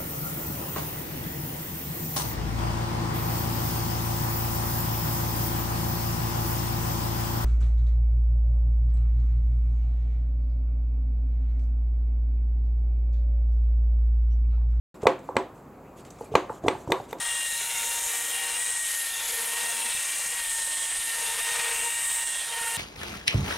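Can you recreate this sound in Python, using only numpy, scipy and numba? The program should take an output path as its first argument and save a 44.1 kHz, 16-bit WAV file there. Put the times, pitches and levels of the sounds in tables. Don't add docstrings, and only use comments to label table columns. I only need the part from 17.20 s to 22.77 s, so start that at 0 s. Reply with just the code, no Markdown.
import sys
import numpy as np
from scipy import signal
from scipy.fft import rfft, irfft
from scipy.io import wavfile
from scipy.ndimage import uniform_filter1d, map_coordinates
from numba import njit

SR = 44100
rng = np.random.default_rng(int(sys.argv[2]) if len(sys.argv) > 2 else 0)


def voltage_ratio(decibels):
    exponent = np.asarray(decibels, float) / 20
    return 10 ** exponent


def to_wav(sig):
    pcm = np.clip(np.atleast_2d(sig), -1, 1) * 32767
    pcm = np.round(pcm).astype(np.int16)
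    wavfile.write(sys.argv[1], SR, pcm.T)


N = 245637
STRIKES_PER_TURN = 12


def level(x, db):
    return x * voltage_ratio(db) / np.sqrt(np.mean(x ** 2))


def columns(table):
    s, *rest = np.transpose(table)
    return [np.interp(np.arange(N) / SR, s, c) for c in rest]


def holds(table):
    attack_s, release_s = 0.063, 0.038
    t = np.arange(N) / SR
    lifts = []
    for start_s, length_s, lift_db in table:
        rise = (t - start_s) / attack_s + 0.5
        fall = (start_s + length_s - t) / release_s + 0.5
        lifts.append(lift_db * np.clip(np.minimum(rise, fall), 0, 1))
    return np.max(lifts, axis=0)


def swing(x):
    return x - x.mean()


def glide(x):
    glide_s = 0.13
    return uniform_filter1d(x, int(glide_s * SR))


def walk(rate_hz):
    k = int(SR / rate_hz)
    steps = np.repeat(rng.standard_normal(N // k + 1), k)
    return 1.3 * uniform_filter1d(uniform_filter1d(steps, k), k)[:N]


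def colour(x, shape):
    hz, db = np.transpose(shape)
    f = np.maximum(np.arange(N // 2 + 1) * SR / N, 1)
    return irfft(rfft(x) * voltage_ratio(np.interp(np.log(f), np.log(hz), db)), N)


@njit
def svf(x, hz, width_hz):
    y, band, low = np.empty(len(x)), 0., 0.
    for i in range(len(x)):
        g, k = np.tan(np.pi * hz[i] / SR), width_hz / hz[i]
        v = (band + g * (x[i] - low)) / (1 + g * (g + k))
        band, low, y[i] = 2 * v - band, low + 2 * g * v, k * v
    return y


def ring(x, hz, width_hz):
    centre = hz * np.ones(N)
    return svf(svf(x, centre, 1. * width_hz), centre, 1. * width_hz)


def late(x, delay_s):
    return map_coordinates(x, [np.arange(N) - delay_s * SR], order=3, mode="mirror")


def puffs(table, width_s):
    t = np.arange(N) / SR
    return sum(voltage_ratio(db) * np.exp(-((t - s) / width_s) ** 2) for s, db in table)


# hz, density_db
WIND_SHAPE = [(8.8, -29), (15, 6.5), (44, 9.5), (189, -1.5), (228, -4.5), (265, -12), (300, -5), (390, -12),
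              (660, -120)]
# start_s, length_s, lift_db
GUSTS = [(0, 0.89, 3.5), (1.05, .14, 1), (1.29, 0.32, 3), (1.9, 0.32, 3.5), (2.35, .23, 3),
         (2.72, 0.082, 3), (2.98, 0.56, 3.5), (3.7, 0.12, 4), (3.96, 0.68, 4), (4.73, .35, 3),
         (5.3, .35, 3)]
# time_s, peak_db
PUFFS = [
    (0.324, -41),
    (0.864, -45),
    (2.529, -66),
    (2.747, -39),
    (3.061, -43),
    (3.993, -44),
    (4.069, -47),
    (4.392, -39),
    (4.619, -63.5),
    (5.411, -39),
]
# time_s, peak_db
CROSS_PUFFS = [(.078, -54), (.328, -46), (.529, -46), (1.126, -56), (1.301, -51), (2.046, -55),
               (2.664, -54), (2.877, -56), (2.997, -49), (3.341, -52), (3.464, -50), (3.884, -55),
               (4.395, -46), (5.35, -54), (5.417, -49), (5.485, -54)]


def wind():
    gust = voltage_ratio(-64.5 + holds(GUSTS) - 0.5 * walk(5.08) + 0.82 * walk(26.74))
    mid, side = (gust * level(colour(rng.standard_normal(N), WIND_SHAPE), 0) for _ in range(2))
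    mid = mid + voltage_ratio(-3.0) * late(puffs(PUFFS, width_s=0.001), 0.0032)
    side = side + voltage_ratio(11) * puffs(CROSS_PUFFS, width_s=0.0012)
    return mid * voltage_ratio(np.array([[1.1], [-1.1]])) + 0.27 * side * np.array([[1], [-1]])


# time_s, strike_hz
SPEED = [(0.0, 940), (0.6, 927), (1.1, 942), (1.32, 927), (1.43, 957), (1.86, 919), (2.29, 920),
         (2.39, 936), (2.64, 916.6), (2.65, 934.6), (3.1, 934.5), (3.16, 954), (3.27, 911.6), (4.0, 918.7),
         (4.03, 914), (4.34, 927.3), (5.2, 930.7), (5.57, 916)]
# free_s, drag_s, sag_hz
SNAGS = [
    (.66, 0.096, 6.2),
    (1.18, 0.054, 8.8),
    (2.29, .1, 7.1),
    (3.96, 0.036, 9.7),
    (4.12, 0.09, 9.3),
    (4.21, 0.0501, 16),
    (4.63, 0.15, 11.5),
    (4.88, 0.11, 8.1),
    (5.38, 0.048, 8.5),
]


def chain_speed():
    spring_s, overshoot, wander_hz = 0.04026, 0.807, 1.497
    t = np.arange(N) / SR
    snags = np.zeros(N)
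    for free_s, drag_s, sag_hz in SNAGS:
        sag = -np.clip(1 - (free_s - t) / drag_s, 0, 1)
        rebound = overshoot * np.exp(-np.abs(t - free_s) / spring_s)
        snags += sag_hz * np.where(t < free_s, sag, rebound)
    return columns(SPEED)[0] + uniform_filter1d(snags, size=800) + wander_hz * walk(14)


def chopped(turns, depth, flicker_db, grit_db):
    gate = 1 + depth * np.cos(2 * np.pi * STRIKES_PER_TURN * turns)
    grit = voltage_ratio(grit_db * walk(150) + flicker_db * walk(11))
    return gate * grit * rng.standard_normal(N)


def partial(turns, multiple, db, wobble, flutter_db):
    angle = 2 * np.pi * multiple * turns + wobble * walk(60)
    return np.sqrt(2) * voltage_ratio(db + flutter_db * walk(45)) * np.sin(angle + 2 * np.pi * rng.random())


def throb(turns, depth_db):
    laps_per_turn = 0.27
    return voltage_ratio(depth_db * np.sin(2 * np.pi * laps_per_turn * turns + 2.7 * walk(8)))


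def repeating(x, strike_hz, likeness):
    return x + sum(likeness ** k * late(x, 2 * k / strike_hz) for k in range(1, 4))


# delay_ms, drift_ms, strength_db
BOUNCES = [
    (1.302, 0.192, -15.5),
    (2.9, 0.303, -10.5),
    (5.1, 0.378, -13.5),
]


def bounced(x):
    return x + sum(voltage_ratio(db) * late(x, (ms + drift_ms * walk(2.5)) / 1000) for ms, drift_ms, db in BOUNCES)


# start_s, length_s, depth_db
SHADES = [
    (-.05, 0.93, 6),
    (.75, .5, 5),
    (1.25, .43, 4),
    (2.45, 0.36, 2.5),
    (2.9, .3, -5),
    (3.2, 0.54, 1),
    (3.9, 0.496, -0.5),
    (4.5, 0.31, -5),
    (4.85, 0.36, 3),
]


def shaded(x):
    return x - (1 - voltage_ratio(-holds(SHADES))) * ring(x, hz=4700, width_hz=1300)


# time_s, nearness_db, cover_turn_db, whistle_hz
POSE = [(0.0, -35, -22, 9150), (0.11, -32, -12, 8630), (0.4, -37, -1, 8900), (0.96, -34.5, -3, 8500),
        (1.3, -33, -7.5, 8900), (1.44, -32, -13, 8480), (1.78, -36, 1, 8460), (1.94, -42, 2.5, 8790),
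        (2.13, -36.5, 1.5, 8800), (2.59, -32.5, -6, 8750), (3.57, -32.5, -8.5, 8464),
        (3.71, -31.5, -13, 8490), (3.86, -34, -3, 8890), (4.96, -30.5, -14, 8365), (5.18, -33, -18, 8500),
        (5.26, -38, -5.5, 8910), (5.55, -33, -7, 8650), (5.57, -39, 2, 8630)]
# time_s, density_db, fineness_db
SPRAY = [(0.0, -41, -11), (0.42, -39, -6), (0.91, -38, -5.5), (1.18, -41.5, -4), (1.78, -39, -12),
         (1.8, -42, -11), (2.14, -39.5, -11), (2.7, -41, -4), (3.04, -38.5, -11), (3.24, -43.5, -5),
         (3.38, -36.5, -16), (3.4, -42, -6), (3.52, -41.5, -13), (4.58, -39.5, -6.5), (4.75, -42.5, -9),
         (4.89, -42.5, -3), (5.21, -45.5, -9), (5.57, -41, -7)]
# start_s, length_s, lift_db
BURSTS = [
    (.37, .1, 1),
    (.57, 0.098, 2.5),
    (.72, 0.11, 1),
    (.9, 0.087, 2),
    (1.06, 0.054, 3),
    (2.05, 0.15, 2.5),
    (2.48, 0.089, 1),
    (3.33, 0.093, 3),
    (3.6, 0.083, 4),
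    (4.25, 0.091, 2),
]
# start_s, length_s, lift_db
SURGES = [
    (.1, 0.14, 1.5),
    (1.36, 0.32, 2),
    (2.88, .1, 0),
    (3.25, 0.42, 0.5),
    (4.3, 0.086, 0.5),
    (4.6, .1, 1.5),
    (4.82, 0.19, 1.5),
    (5.05, 0.14, 0.5),
]


def hiss_controls():
    near_db, turn_db, centre_hz = map(glide, columns(POSE))
    near_db, turn_db = swing(near_db), swing(turn_db)
    chips_db, fine_db = (swing(glide(c)) for c in columns(SPRAY))
    burst_db = holds(BURSTS)
    whistle_db = -33 + holds(SURGES) + 0.86 * near_db - 0.064 * turn_db
    lower_db = -38 + burst_db + 1.75 * chips_db - 0.31 * near_db
    upper_db = -39 + 1.18 * near_db + 1.19 * turn_db
    top_db = -47 + 0.55 * burst_db + 0.58 * walk(8) + 0.05 * near_db + 0.93 * (chips_db + fine_db)
    return centre_hz, whistle_db, lower_db, upper_db, top_db


# time_s, lower_hz, upper_hz
FLANKS = [(0, 7200, 10000), (.4, 7050, 10400), (1.0, 7000, 10700), (1.55, 6900, 10100), (1.8, 6900, 10700),
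          (2.2, 6900, 10950), (2.6, 6700, 10200), (3.4, 6900, 10600), (3.72, 7150, 10100),
          (3.88, 6860, 10600), (4.3, 6560, 10590), (4.7, 6700, 11200), (5.2, 6940, 10600),
          (5.57, 6960, 10700)]


def air(turns, centre_hz, whistle_db, lower_db, upper_db, top_db):
    lower_hz, upper_hz = map(glide, columns(FLANKS))
    whistle = level(ring(chopped(turns, 0.45, 0.4, 0.3), centre_hz, 2210), whistle_db - 0.1)
    lower = level(ring(bounced(chopped(turns, 0.54, 0.84, 1.8)), lower_hz, 2200), lower_db - 3.0)
    upper = level(ring(chopped(turns, 0.37, 0.86, 0.79), upper_hz, 4200), upper_db - 0.6)
    top = level(ring(chopped(turns, 0.4, 0.99, 0.72), 13200, 11000), top_db + 0.3)
    return whistle + lower + upper + top


# time_s, left_minus_right_db
SWAY = [(0, 2.5), (.2, 0.7), (.95, 0.7), (1.3, 1.6), (1.55, 1), (1.7, 0.6), (2.55, 0.7), (2.7, 1),
        (3.25, 1), (3.45, -0.4), (3.65, -1.5), (3.85, 0.2), (4.0, 1.2), (4.2, 0.1), (4.6, 1), (4.85, 0.7),
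        (5.05, -2), (5.35, -2.5), (5.57, -0.5)]
# hz, gain_db
SWAY_LEFT = [(5000, 7), (6500, 5), (7800, 2), (9000, 1.5), (10200, -1), (12500, 6), (15000, 3)]
SWAY_RIGHT = [(5000, -6), (6500, 8), (8000, 5), (9500, 2), (11000, 5), (12500, -8), (15000, -14)]


def swaying(hiss):
    pan = voltage_ratio(columns(SWAY)[0])
    share = (pan - 1) / (pan + 1)
    return np.maximum(share, 0) * colour(hiss, SWAY_LEFT) + np.minimum(share, 0) * colour(hiss, SWAY_RIGHT)


# hz, density_db
BED_SHAPE = [(88, -60), (150, -29), (366, -20.5), (591, -6.5), (713, -14.5), (922, -5), (1000, -16),
             (1230, -13), (1710, -3.5), (1830, 1), (2130, -5), (2760, -13), (4690, -8), (9000, -5.5),
             (11700, -39), (19800, -120)]


def bed(turns, spray_db):
    noise = colour(chopped(turns, 0.14, 0.74, 1.52), BED_SHAPE)
    return level(noise, -38 + 0.096 * swing(spray_db))


def cracks(rate_hz, spread_db):
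    chance, size = rng.random(N), np.minimum(rng.exponential(size=N), 3)
    return -1. * (chance < rate_hz / SR) * voltage_ratio(spread_db * size)


def sputter(turns):
    angle = np.pi * STRIKES_PER_TURN * turns + 0.41 * walk(90)
    return np.maximum(1 + 0.27 * np.cos(angle) + 0.14 * np.cos(angle / 2), 0)


# start_s, length_s, level_db, centre_hz
CATCHES = [(0.053, 0.13, -48, 3350), (.28, 0.19, -46, 3900), (.4, 0.36, -53, 1390),
           (0.497, 0.26, -48, 3600), (0.513, 0.092, -43, 2020), (1.093, 0.13, -53, 3300),
           (1.885, 0.29, -47, 3500), (2.28, 0.17, -54, 3210), (2.4, 0.18, -47, 6500),
           (2.45, 0.64, -49, 2890), (2.677, 0.098, -55, 3750), (2.817, .26, -44, 6500),
           (3.45, 0.15, -61, 4137), (3.55, 0.16, -48, 3300), (4.043, 0.091, -48, 3400),
           (4.44, .14, -53, 1400), (4.5, 0.16, -56, 6300), (4.947, .12, -62, 3713),
           (5.08, 0.17, -45.5, 3310), (5.294, 0.33, -48.5, 3150), (5.4, .16, -51, 1386)]


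def catches(grind):
    total = np.zeros(N)
    for start_s, length_s, level_db, hz in CATCHES:
        total += holds([(start_s, length_s, 1)]) * level(ring(grind, hz, 0.13 * hz), level_db)
    return total


# start_s, length_s, lift_db
BITES = [(.08, 0.094, 1), (.39, 0.22, 11), (.62, 0.82, 15.5), (1.47, 0.044, 19), (1.9, 0.13, 8),
         (2.08, 0.42, 19.5), (2.48, 0.24, 14.5), (2.66, 0.12, 8), (2.95, 0.2, 11), (3.7, .25, 7.5),
         (3.94, 0.273, 18.5), (4.24, .46, 21), (5.28, .4, 18), (2.0, .1, 7), (4.68, .1, 6), (5.2, .1, 6)]
# time_s, pressure_db, brightness_db, depth_db
EFFORT = [(0.0, -45.5, 5.5, 8.5), (0.39, -44.5, 2, -10), (0.4, -41, -1, -6.5), (0.65, -44.5, 2, -4),
          (1.33, -42, 0.5, -5), (1.58, -44, 1.5, -5), (1.89, -43, 2, -2), (2.33, -42.5, 0, -4),
          (2.47, -41.5, 2, -2), (3.15, -42, -1, -6), (3.43, -46.5, 5, -2.5), (4.47, -38, -2.5, -1),
          (4.69, -40, -5, -9), (5.0, -44.5, 1.5, -1), (5.14, -51, 10, 5), (5.18, -45.5, 4.5, 0.5),
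          (5.5, -41.5, -1, -3.5), (5.57, -43.5, 3.5, 2)]


def grind_levels():
    bite_db = holds(BITES)
    push_db, bright_db, deep_db = map(swing, columns(EFFORT))
    hum_db = -68.5 + bite_db
    low_db = -48.5 + 0.18 * bite_db + 1.03 * (push_db + deep_db)
    middle_db = -42.5 + 1.27 * push_db
    upper_db = -40.5 + 1.95 * (push_db + bright_db)
    return hum_db, low_db, middle_db, upper_db


# turn_multiple, over_hum_db
CUTTERS = [(5.87, -8.5), (6.13, -3.5), (6.65, -13.5)]
# start_s, length_s, lift_db
THRUMS = [
    (.55, .9, 6),
    (2.1, 0.31, 10.5),
    (2.4, 0.29, 16),
    (4.0, 0.32, 1),
    (4.55, 0.12, 13.5),
    (5.3, .3, 6),
]
# turn_multiple, over_middle_db
TEETH = [(18, -18.5), (30, -11), (42, -40), (54, -22), (60, -16), (66, -17.5)]
# start_s, length_s, lift_db
EVEN = [
    (.3, 0.57, 5),
    (.85, 0.46, 6),
    (1.82, 0.42, 5.5),
    (2.4, 1, 3.5),
    (3.75, .3, 5),
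    (4.2, .8, 1.5),
]


def cutting(turns, strike_hz, spray_db):
    hum_db, low_db, middle_db, upper_db = grind_levels()
    hum = level(ring(chopped(turns, 0, 0.98, 0.69), 480, 154.0), hum_db - 7.5)
    lines = sum(partial(turns, m, hum_db + db, wobble=0.24, flutter_db=1.5) for m, db in CUTTERS)
    thrum = partial(turns, 3, -77 + holds(THRUMS), wobble=0.33, flutter_db=3.0)
    even_db = holds(EVEN)
    teeth = sum(partial(turns, m, middle_db + db - 2 + even_db + 1.1 * walk(4.38), wobble=0.63, flutter_db=1.5)
                for m, db in TEETH)
    grind = level(chopped(turns, 0.087, 0.72, 0.83), 0) + level(cracks(rate_hz=1300, spread_db=3.0), -3)
    grind = bounced(sputter(turns) * repeating(grind, strike_hz, likeness=0.05))
    body = level(ring(grind, 760, 460), 0.53 * hum_db + 0.43 * low_db - 7.0)
    low = level(ring(grind, 1340, 1340), low_db - 3.5)
    middle = level(ring(grind, 2540, 1380), middle_db + 0.17)
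    upper = level(ring(grind, 3442 - 40 * swing(upper_db - middle_db), 2360), upper_db - 0.8)
    spray = level(ring(grind, 5400, 3200), 0.39 * upper_db + 0.5 * spray_db - 15.5)
    return hum + lines + thrum + teeth - body + low - middle + upper - spray + catches(grind)


# hz, gain_db
VALLEY = [(4150, -0.5), (4450, -3.5), (4900, -1.5), (5150, -1.5)]


def scraping(turns, strike_hz, spray_db):
    rasp = colour(cutting(turns, strike_hz, spray_db) + bed(turns, spray_db), VALLEY)
    return shaded(rasp * voltage_ratio(0.25 * walk(7) + 0.76 * walk(70)))


# time_s, peak_db, ring_hz
KNOCKS = [
    (.41, -51, 410),
    (.55, -60, 368),
    (2.49, -43, 705),
    (4.2, -46.5, 678),
]


def knocks():
    t = np.arange(N) / SR
    total = np.zeros(N)
    for time_s, peak_db, hz in KNOCKS:
        age_s = np.maximum(t - time_s, 0)
        total += voltage_ratio(peak_db) * age_s / 0.0076 * np.exp(1 - age_s / 0.009) * np.sin(2 * np.pi * hz * age_s)
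    return total


PARTIALS_DB = [-59.5, -38.5, -55.5, -64]
# start_s, length_s, lift_db
TAUT = [(-.05, 0.25, 11.5), (.34, 0.24, 12), (.52, 0.37, 15.5), (.95, 0.31, 6), (1.22, 0.19, 13.5),
        (1.44, 0.18, 6), (1.62, 0.32, -3), (1.98, 0.085, 10), (2.12, 0.23, 9), (2.3, 0.4, 14),
        (3.12, 0.59, 9), (3.7, 0.2504, 5), (3.95, 0.1, 17.5), (4.06, 0.075, 17), (4.2, 0.42, 15.5),
        (4.63, 0.072, 23), (4.7, 0.37, 11.5), (5.28, .4, 18.5), (.88, .6, 7), (2.68, .1, 3), (4.1, .12, 6),
        (5.03, .1, 3)]
# start_s, length_s, drop_db
SLACK = [(.39, 0.28, 16), (.62, 0.32, 9), (.8, 0.38, 3.5), (1.31, 0.049, 16), (1.42, 0.11, 4),
         (1.85, .2, 4.5), (2.05, 0.069, 28), (2.2, 0.083, 7), (2.52, 0.083, 6.5), (2.59, 0.066, 14),
         (2.66, 0.463, 6), (3.1, 0.67, 1), (3.6, 0.26, 4), (4.0, 0.18, 3.5), (4.47, 0.17, 2),
         (4.9, 0.68, 1), (5.03, .33, 4)]
# start_s, length_s, lift_db
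SINGING = [(.05, .24, 16.5), (.26, 0.24, 11.5), (.4, 0.4, 13), (1.1, .1, 14), (1.17, .22, 14.5),
           (1.93, 0.084, 10), (2.43, 0.14, 12), (2.52, 0.16, 10), (2.75, 0.5, 9), (3.88, 0.048, 14),
           (4.0, 0.11, 12.5), (4.22, 0.058, 14), (4.26, 0.11, 9), (4.42, .1, 9), (4.52, 0.2, 14),
           (4.68, 0.16, 12), (4.96, 0.2, 10), (5.4, 0.23, 10)]
# start_s, length_s, lift_db
SQUEAKS = [(-.05, 0.11, 14), (.16, 0.22, 12), (.58, 0.36, 10), (1.9, 0.14, 17), (2.68, 0.18, 14),
           (2.43, 0.13, 3), (3.5, 0.13, 14), (4.03, .26, 12), (4.34, 0.17, 1), (4.69, 0.36, 14),
           (5.16, 0.17, 13)]


def strike_levels():
    lifts = holds(TAUT), -holds(SLACK), holds(SINGING), holds(SQUEAKS)
    return [db + lift for db, lift in zip(PARTIALS_DB, lifts)]


# turn_multiple, level_db
SHAFT = [(2, -82), (4, -73), (9, -68), (10, -63), (14, -62.5), (15, -64), (26, -60), (40, -58)]
# start_s, length_s, lift_db
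HARD = [
    (.9, 0.49, 5),
    (2.3, 0.37, 3.5),
    (2.8, .4, 2),
    (4.2, 0.34, 1),
]


def whine(turns):
    strikes = np.zeros(N)
    for k, db in enumerate(strike_levels()):
        wobble = 0.24 + 0.082 * k + 0.13 * k ** 2
        flutter_db = 1.3 - 0.62 * k + 0.52 * k ** 2
        strikes += partial(turns, STRIKES_PER_TURN * (k + 1), db, wobble, flutter_db)
    hard_db = holds(HARD)
    shaft = sum(partial(turns, m, db + hard_db + 2.0 * walk(7.7), wobble=0.93, flutter_db=3.0)
                for m, db in SHAFT)
    return strikes + shaft


# time_s, left_minus_right_db
LEFT = [(0, 1.5), (1.1, 2), (1.75, 2.5), (1.95, 0.5), (3.6, 0.65), (3.9, 0.37), (5.57, 0.3)]
# hz, gain_db
LEAN = [(100, -23), (900, 4), (1300, -3), (1900, -2), (2400, -22), (3700, -15), (4600, 10), (5600, -4),
        (7000, -20)]
# hz, gain_db
STEADY_LEAN = [(100, -34), (520, -19.5), (800, -37), (1720, -77), (1850, -23.5), (1980, -25)]


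def leaning(saw):
    left = voltage_ratio(np.maximum(columns(LEFT)[0], 0))
    return (left - 1) / (left + 1) * colour(saw, LEAN) + colour(saw, STEADY_LEAN)


def scene():
    strike_hz = chain_speed()
    turns = np.cumsum(strike_hz) / SR / STRIKES_PER_TURN
    centre_hz, whistle_db, lower_db, upper_db, top_db = hiss_controls()
    hiss = air(turns, centre_hz, whistle_db, lower_db, upper_db, top_db)
    hiss = shaded(repeating(hiss, strike_hz, likeness=0.097)) * voltage_ratio(-0.32)
    rasp = scraping(turns, strike_hz, spray_db=lower_db)
    lap, shake = throb(turns, depth_db=0.5), voltage_ratio(0.4 * walk(18))
    saw = lap * whine(turns) + lap ** 1.9 * shake * rasp + knocks()
    sideways = leaning(saw) + swaying(hiss)
    return saw + hiss + sideways * np.array([[1], [-1]]) + wind()


def band_limit(x):
    return signal.sosfilt(signal.butter(12, 16720, fs=SR, output="sos"), x)


def record(dry):
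    cut = signal.ellip(18, 0.2, 90, 15800, fs=SR, output="sos")
    mix = signal.sosfilt(cut, dry)
    return band_limit(mix)


dry = scene()
out = record(dry)
to_wav(out)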